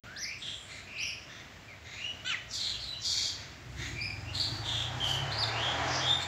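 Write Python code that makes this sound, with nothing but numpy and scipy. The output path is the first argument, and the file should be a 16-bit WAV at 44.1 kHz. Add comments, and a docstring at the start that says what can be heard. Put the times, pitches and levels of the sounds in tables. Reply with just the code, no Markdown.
"""A party of babblers calls in a leafy tree: harsh rasps, wheezy whistles, chips and one nasal squawk.
Each call follows the source-filter principle: the syrinx snaps or oscillates, and throat or beak colours
the sound. Trunks and foliage scatter it into echoes and a diffuse tail. Behind the birds lies the noise
of far traffic and leaves, and one vehicle pulls away, growing louder with load and speed.
Both channels carry the same signal."""
import sys
import numpy as np
from scipy import signal
from scipy.fft import rfft, irfft, next_fast_len
from scipy.io import wavfile
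from scipy.ndimage import map_coordinates

SR = 44100
rng = np.random.default_rng(int(sys.argv[2]) if len(sys.argv) > 2 else 0)


def wrap_up_sound(samples):
    """Save the sound to the file named by the first command line argument, as 16-bit audio."""
    columns = np.atleast_2d(samples).T
    # keep every value between -1 and 1, then stretch to whole-number steps
    tamed = np.clip(columns, -1, 1)
    steps = np.round(tamed * 32767).astype(np.int16)
    wavfile.write(sys.argv[1], SR, steps)


N = 276507
TOP_HZ = 15700  # band limit


def amp(db):
    """Decibels as an amplitude ratio."""
    return 10 ** (np.asarray(db) / 20)


def unit(x):
    """Normalisation to rms 1."""
    return x / np.sqrt(np.mean(x ** 2) + 1e-20)


def along(points, hz):
    """Interpolation of (frequency_hz, value) points on a logarithmic frequency axis."""
    knots_hz, values = np.transpose(points)
    return np.interp(np.log(hz + 1), np.log(knots_hz + 1), values)


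def span(start, end):
    """Sample times from start to end, in seconds."""
    return np.arange(int(start * SR), min(int(end * SR), N)) / SR


def add(track, t, x):
    """Superposition of x on the track at the times t."""
    track[round(t[0] * SR):][:len(x)] += x


def wobble(knots_per_s, size):
    """Random modulation: a smooth curve through Gaussian knots."""
    knots = rng.standard_normal(int(size * knots_per_s / SR) + 4)
    return map_coordinates(knots, [np.arange(size) * knots_per_s / SR])


def coloured(x, points):
    """Linear filtering by a (frequency_hz, gain_db) response."""
    size = next_fast_len(len(x) + 8192)
    return irfft(rfft(x, size) * amp(along(points, np.fft.rfftfreq(size, 1 / SR))), size)[:len(x)]


def noise(points):
    """Spectral shaping of white noise, at rms 1."""
    return unit(coloured(rng.standard_normal(N), points))


# spectrum of far traffic and leaves: frequency_hz, density_db
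AMBIENT_SPECTRUM = [(25, -35.5), (42, -14), (56, -3), (100, 2.5), (165, -7.5), (280, -10), (500, -15.5),
                    (650, -9.5), (850, -16.5), (2000, -12), (5000, -23), (9000, -29), (15000, -20)]


def ambience():
    """Incoherent sources, far traffic and leaves, sum to a gently wavering noise."""
    return amp(-49.5 + 1.296 * wobble(4.163, N)) * noise(AMBIENT_SPECTRUM)


ARRIVES_S, PULLS_AWAY_S, EASES_OFF_S = 2.77, 3.556, 5.9604  # fade-in ends; half throttle; fade-out starts
IDLE_HZ, REV_HZ_PER_S, THROTTLE_OPENING_S = 13.8, 12, 0.4953
FADE_IN_DB_PER_S, FADE_OUT_DB_PER_S = 69.5, 29


def drive():
    """Acceleration: the engine's cycle rate integrates the throttle (0-1) until the vehicle eases off."""
    t = np.arange(N) / SR
    throttle = np.clip((t - PULLS_AWAY_S) / THROTTLE_OPENING_S + .5, 0, 1)
    cycle_hz = IDLE_HZ + REV_HZ_PER_S * np.cumsum(throttle * (t < EASES_OFF_S)) / SR
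    fade_db = -FADE_IN_DB_PER_S * np.maximum(ARRIVES_S - t, 0)
    fade_db -= FADE_OUT_DB_PER_S * np.maximum(t - EASES_OFF_S, 0)
    return throttle, cycle_hz, fade_db


# tones of the vehicle's whine at top speed: frequency_hz, level_db
WHINE_TONES = [(680, -4), (770, -5.5), (820, 0), (980, -2), (1120, -14.5)]


def whine(climb_per_s=.035, waver=0.00696):
    """Frequency follows speed: a few wavering tones creep up in pitch."""
    speed = 1 - climb_per_s * np.maximum(EASES_OFF_S - np.arange(N) / SR, 0)
    tones = np.zeros(N)
    for hz, db in WHINE_TONES:
        gain = amp(db + 2 * wobble(10, N))
        phase = 2 * np.pi * hz * np.cumsum(speed * (1 + waver * wobble(30, N))) / SR
        tones += gain * np.sin(phase)
    return unit(tones)


# spectra of the vehicle's low rumble and broad roar: frequency_hz, density_db
RUMBLE_SPECTRUM = [(25, -41.5), (42, -35.5), (58, -1.5), (90, -14.5), (120, 8), (175, -11.5), (280, -8.5),
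                   (360, -8.5), (450, -31.5), (900, -26.5)]
ROAR_SPECTRUM = [(40, -53.5), (350, -5), (520, -3.5), (680, 2), (810, 3.5), (1000, -1), (1300, -0.5),
                 (1850, 0), (2500, -7), (4000, -11.5), (7000, -19), (15000, -75.5)]


def vehicle_noise(load_db=22.5, db_per_octave=20.5):
    """Rumble grows with engine load; roar and whine grow as a power law of engine speed."""
    throttle, cycle_hz, fade_db = drive()
    rumble_db = -69.5 + load_db * throttle
    roar_db = -66.5 + db_per_octave * np.log2(cycle_hz / IDLE_HZ) + fade_db
    rumble = amp(rumble_db + 3.33 * wobble(9, N)) * noise(RUMBLE_SPECTRUM)
    roar = amp(roar_db + 0.137 * wobble(12, N)) * (noise(ROAR_SPECTRUM) + amp(-8.5) * whine())
    return rumble + roar


# resonances of the exhaust: frequency_hz, gain_db
EXHAUST_RESPONSE = [(38, -38), (55, 1.5), (80, -3.5), (113, 2.5), (140, -5.5), (165, -25), (320, -14.5),
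                    (430, -23.5)]


def engine(load_db=6.5, db_per_octave=9, firing_db=2.5):
    """Engine orders, harmonics of the cycle rate, sweep through the exhaust's fixed resonances."""
    throttle, cycle_hz, fade_db = drive()
    level_db = -62 + load_db * throttle + db_per_octave * np.log2(cycle_hz / IDLE_HZ) + fade_db
    phase = 2 * np.pi * np.cumsum(cycle_hz * (1 + 0.00327 * wobble(8, N))) / SR
    orders = np.zeros(N)
    for k in range(2, 14):
        order_db = along(EXHAUST_RESPONSE, k * cycle_hz) + firing_db * (k % 4 == 0)
        orders += amp(order_db + 3.99 * wobble(5, N)) * np.sin(k * phase + rng.uniform(0, 2 * np.pi))
    return amp(level_db) * orders


# reverberation time of the foliage: frequency_hz, t60_s
FOLIAGE_DECAY = [(1500, 0.54), (3000, 0.674), (5500, 0.692), (12000, 0.477)]


def grove(x, leaf_t60_s=0.064, build_up_s=0.0061):
    """Scattering: close leaves blur a call, trunks return echoes, far foliage gives a diffuse tail."""
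    hz, t, spectra = signal.stft(rng.standard_normal(SR), SR, nperseg=256)
    decay = amp(-60 * t / along(FOLIAGE_DECAY, hz)[:, None])
    tail = signal.istft(spectra * decay, SR, nperseg=256)[1]
    age = np.arange(len(tail)) / SR
    tail *= 1 - np.exp(-age / build_up_s)
    blur = rng.standard_normal(len(age)) * amp(-60 * age / leaf_t60_s)
    response = amp(-4) * (tail / np.linalg.norm(tail) + blur / np.linalg.norm(blur))
    for delay_s, reflection in rng.uniform([.004, -1], [.07, 1], size=(10, 2)):  # ten trunks
        response[int(delay_s * SR)] += amp(-9.5) * reflection
    return signal.fftconvolve(x, response)[:N]


# harmonics of a whistled note: multiple, level_db
WHISTLE_HARMONICS = [(1, 3), (2, -14.5), (3, -24)]


def note(t, pitch_hz, db, hoarseness, flutter_db, partials=WHISTLE_HARMONICS, edge_s=0.00178):
    """Membrane oscillation: fast, bounded jitter makes it hoarse (hoarseness is a fraction of pitch)."""
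    jitter = hoarseness * np.tanh(1.65 * wobble(900, len(t)))
    waver = 0.00491 * wobble(119.91, len(t))
    phase = 2 * np.pi * np.cumsum(pitch_hz * (1 + jitter + waver)) / SR
    tone = sum(amp(level_db) * np.sin(k * phase + rng.uniform(0, 2 * np.pi)) * (k * pitch_hz < TOP_HZ)
               for k, level_db in partials)
    flutter = amp(flutter_db * wobble(257.84, len(t)))
    gate = np.clip(np.minimum(t - t[0], t[-1] - t) / edge_s, 0, 1)
    out = np.zeros(N)
    add(out, t, unit(tone * flutter) * gate * amp(db))
    return out


# plain whistles: start_s, end_s, level_db, start_hz, end_hz, hoarseness
WHISTLE_NOTES = [(0.383, 0.798, -51.5, 7800, 7707, 0.083), (0.409, .82, -62.5, 9940, 10050, 0.083),
                 (1.68, 1.743, -48, 2446, 1978, 0.043), (2.872, 2.941, -38, 4012, 3915, 0.0271),
                 (2.921, 3.023, -46, 2907, 3040, 0.0543), (4.427, 4.618, -43, 4575, 4553, 0.0075),
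                 (5.001, 5.19, -29, 3146, 2991, 0.0365), (5.737, 5.823, -52.5, 2470, 2056, 0.0244),
                 (6.202, 6.27, -46.5, 3600, 3608, 0.019)]


def whistle(start, end, db, start_hz, end_hz, hoarseness):
    """A linear frequency glide whose level peaks early and fades."""
    t = span(start, end)
    progress = np.linspace(0, 1, len(t))
    pitch_hz = start_hz + (end_hz - start_hz) * progress
    level_db = db + np.interp(progress, [0, 0.304, 1], [-3, 0, -5])
    return note(t, pitch_hz, level_db, hoarseness, flutter_db=1.5)


# chips: start_s, crest_s, end_s, level_db, swell_db, start_hz, crest_hz, end_hz, hoarseness
CHIP_NOTES = [(0.162, 0.209, .25, -38.5, 8, 3353, 6064, 4410, 0.0527),
              (0.98, 1.041, 1.112, -39.5, 1.5, 3893, 5606, 4760, 0.0605),
              (4.008, 4.061, 4.09, -39, -5, 4630, 5039, 4801, 0.023),
              (4.398, 4.427, 4.468, -33, -9, 4200, 4446, 3274, 0.0795),
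              (5.308, 5.347, 5.362, -38, -6.5, 3397, 4544, 4135, 0.067),
              (5.37, 5.396, 5.442, -32, 11, 4149, 4959, 3547, 0.0398)]


def chip(start, crest, end, db, swell_db, start_hz, crest_hz, end_hz, hoarseness):
    """A quick frequency sweep that follows a parabola on each side of its crest."""
    t = span(start, end)
    off_crest = np.interp(t, [start, crest, end], [-1, 0, 1])
    pitch_hz = crest_hz + (np.where(t < crest, start_hz, end_hz) - crest_hz) * off_crest ** 2
    level_db = db + swell_db * np.linspace(-.5, .5, len(t))
    return note(t, pitch_hz, level_db, hoarseness, flutter_db=3.5)


# wheezes: start_s, top_s, end_s, level_db, start_hz, held_hz, held_hoarseness
WHEEZE_NOTES = [(0.059, 0.322, .355, -38.5, 1350, 2480, 0.1004),
                (0.869, 1.019, 1.14, -34, 2450, 2700, .125),
                (1.941, 2.058, 2.13, -34.5, 2283, 2910, 0.0282),
                (3.926, 4.007, 4.13, -35.5, 2230, 2420, 0.0472),
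                (4.25, 4.295, 4.335, -42.5, 2500, 2820, 0.0513),
                (5.479, 5.633, 5.745, -31.5, 2094, 3280, 0.072),
                (5.998, 6.113, 6.18, -26, 3250, 3615, 0.0121)]


def wheeze(start, top, end, db, start_hz, held_hz, held_hoarseness, settle_s=0.0352):
    """An exponential glide with jitter: pitch and level climb, then the pitch holds as the note fades."""
    t = span(start, end)
    pitch_hz = start_hz * (held_hz / start_hz) ** np.interp(t, [start, top], [0, 1])
    level_db = db + np.interp(t, [start, top, end], [-15, 0, -8])
    hoarseness = np.interp(t, [top - settle_s, top], [0.0775, held_hoarseness])
    return note(t, pitch_hz, level_db, hoarseness, flutter_db=2.0)


# the squawk's pitch, which holds and then drops: time_s, pitch_hz
SQUAWK_CONTOUR = [(2.246, 2882), (2.276, 3091), (2.303, 3033), (2.331, 2510), (2.355, 1806)]
# harmonics of its buzz: multiple, level_db
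BUZZ_HARMONICS = [(3, 0.5), (4, -2.5), (5, 0.5), (7, 2), (8, -1), (9, -8), (12, -7.5), (14, -11.5),
                  (15, -8.5)]


def squawk(break_s=2.281, attack_s=0.0242, release_s=0.0218, throb_hz=43):
    """Subharmonic vibration: under a throbbing whistle the syrinx buzzes once in about six cycles."""
    times, contour_hz = np.transpose(SQUAWK_CONTOUR)
    start, end = times[0], times[-1]
    t = span(start, end)
    pitch_hz = np.interp(t, times, contour_hz)
    throb_db = 3.5 * np.cos(2 * np.pi * throb_hz * (t - break_s))
    tone_db = -31.5 + np.interp(t, [start, break_s, end - release_s, end], [-26.5, -3, -2, -5])
    tone = note(t, pitch_hz, tone_db + throb_db, hoarseness=0.0177, flutter_db=4.5, partials=[(0.979, 0)])
    buzz_db = -37.5 + np.interp(t, [start, start + attack_s, end - release_s, end], [-7.5, 1.5, -1, -19.5])
    hoarseness = np.interp(t, [break_s, end], [.025, .11])  # the buzz roughens as the pitch drops
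    return tone + note(t, pitch_hz / 6, buzz_db, hoarseness, flutter_db=2.0, partials=BUZZ_HARMONICS)


def syrinx_snaps(calls, throat, rest_hz, pulse_hz, air, onset_db, ending_db, edge_s=.016):
    """Source and filter: uneven snaps and breath noise excite a throat whose resonances slide."""
    out = np.zeros(N)
    for start, peak, end, db, start_hz, end_hz, beak_db in calls:
        t = span(start - edge_s, end + edge_s)
        size = 2 * len(t)
        cycles = np.cumsum(pulse_hz * np.exp(.4 * wobble(pulse_hz, size))) / SR
        snaps = np.diff(np.floor(cycles), prepend=0) * amp(3.1 * rng.standard_normal(size))
        voice = coloured(unit(snaps) + air * rng.standard_normal(size), throat)
        # a shorter throat raises all resonances together; rest_hz is the main one at rest
        slide = np.cumsum(np.interp(t, [start, end], [start_hz, end_hz]) / rest_hz)
        voice = map_coordinates(voice, [slide], order=5)
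        voice = unit(coloured(voice, [(6000, 0.004), (10500, beak_db)]))  # the beak raises or lowers the treble by beak_db
        corners_s = [start - edge_s, start + edge_s, peak, end - edge_s, end + edge_s]
        envelope_db = np.interp(t, corners_s, [-24, onset_db, 0, ending_db, -18])
        add(out, t, voice * amp(db + envelope_db + 1.075 * wobble(109.35, len(t))))
    return out


# harsh calls: start_s, peak_s, end_s, level_db, start_resonance_hz, end_resonance_hz, beak_db
CHURR_CALLS = [(.67, .71, .82, -47, 2176, 2078, -11.5), (1.28, 1.32, 1.42, -48.5, 1875, 1903, -10.5),
               (1.84, 1.95, 2.04, -47, 1993, 2116, 1.5), (3.12, 3.17, 3.27, -47, 2229, 2193, 3),
               (3.37, 3.4, 3.46, -50, 2028, 1971, -9.5), (3.77, 3.82, 3.9, -39.5, 1960, 2046, 9),
               (6.19, 6.23, 6.26, -39, 2206, 2266, 15)]
RASP_CALLS = [(.41, .47, .55, -41.5, 3652, 3434, -14), (2.58, 2.67, 2.73, -35.5, 4191, 4031, 4),
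              (2.72, 2.76, 2.79, -45.5, 3290, 3166, 6.5), (2.79, 2.83, 2.89, -43, 4906, 3860, 7),
              (4.335, 4.41, 4.46, -36.5, 4164, 4045, 10.5), (4.64, 4.74, 4.85, -36.5, 3670, 3434, 7.5)]
SCREECH_CALLS = [(2.515, 2.55, 2.6, -35.5, 5109, 4240, 6.3), (3.03, 3.1, 3.3, -31.5, 4642, 4494, 3.9),
                 (5.03, 5.09, 5.17, -37.5, 4759, 4485, 19.3)]
HISS_CALLS = [(2.495, 2.51, 2.53, -40.5, 6290, 5530, -12), (3, 3.02, 3.05, -42, 6280, 5517, -2),
              (5.87, 5.95, 6.01, -37.5, 5537, 5234, 8.5)]
# response of the resting throat for each kind: frequency_hz, gain_db
CHURR_FORMANTS = [(900, -22.5), (1600, -11.5), (2000, 3.5), (2500, -9), (3100, -14.5), (3800, -3),
                  (4500, -15), (5700, -19), (6600, -8.5), (7500, -27.5), (9000, -33), (15000, -28.5)]
RASP_FORMANTS = [(1200, -31), (2100, -16.5), (2700, -22.5), (3400, -4.5), (4000, 1.5), (4600, -10.5),
                 (5200, -24.5), (5900, -23), (6800, -18.5), (8200, -22), (9500, -27), (15000, -32.5)]
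SCREECH_FORMANTS = [(1300, -31.5), (2300, -26), (2900, -44.5), (3250, -5.5), (4100, -7), (4550, -0.5),
                    (5000, -7.5), (6200, -12), (6800, -11.5), (7400, -19), (9500, -23), (11000, -19.5),
                    (15000, -31.5)]
HISS_FORMANTS = [(3000, -31), (4300, -14), (4900, -1.5), (5500, -5), (6300, -7.5), (7200, -29),
                 (15000, -44.5)]


def harsh_calls():
    """Formants set the timbre: four throat shapes give churrs, rasps, screeches and hisses."""
    churrs = syrinx_snaps(CHURR_CALLS, CHURR_FORMANTS, rest_hz=2010, pulse_hz=415.1,
                          air=0.96, onset_db=-4, ending_db=-3.5)
    rasps = syrinx_snaps(RASP_CALLS, RASP_FORMANTS, rest_hz=4016.3, pulse_hz=398.83,
                         air=1.0, onset_db=-0.5, ending_db=-1.5)
    screeches = syrinx_snaps(SCREECH_CALLS, SCREECH_FORMANTS, rest_hz=4531, pulse_hz=597.7,
                             air=0.97, onset_db=-4, ending_db=-4)
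    hisses = syrinx_snaps(HISS_CALLS, HISS_FORMANTS, rest_hz=5386, pulse_hz=595.4,
                          air=0.37, onset_db=-7, ending_db=-2.5)
    return churrs + rasps + screeches + hisses


# the open beak's colour on voiced notes: frequency_hz, gain_db
BEAK_RESPONSE = [(5200, -2.5), (6500, -7), (9000, -0.5), (11000, 12), (13000, 5)]


def babblers():
    """Radiation from the beak filters the party's voiced notes, which join its harsh calls."""
    harsh = harsh_calls()
    voiced = sum(wheeze(*row) for row in WHEEZE_NOTES)
    voiced += sum(chip(*row) for row in CHIP_NOTES)
    voiced += sum(whistle(*row) for row in WHISTLE_NOTES)
    return harsh + coloured(voiced, BEAK_RESPONSE)


def scene():
    """Direct and scattered sound add over the road noise; the squawking bird is closer, so drier."""
    party, near_bird = babblers(), squawk()
    scattered = grove(party + amp(-4) * near_bird)
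    birds = amp(-0.86) * (party + scattered) + near_bird
    mono = birds + vehicle_noise() + ambience() + engine()
    return np.array([mono, mono])


# response of the microphone: frequency_hz, gain_db
MICROPHONE_RESPONSE = [(7500, 0), (8700, -16.5), (11000, -17.5), (15000, -20)]


def record(dry, opens_s=.037):
    """Low-pass filtering: the microphone opens after a moment, dulls the top octave and cuts at TOP_HZ."""
    heard = np.array([coloured(side, MICROPHONE_RESPONSE) for side in dry])
    heard *= np.arange(N) / SR > opens_s
    return irfft(rfft(heard) * (np.fft.rfftfreq(N, 1 / SR) < TOP_HZ), N)


dry = scene()
out = record(dry)
wrap_up_sound(out)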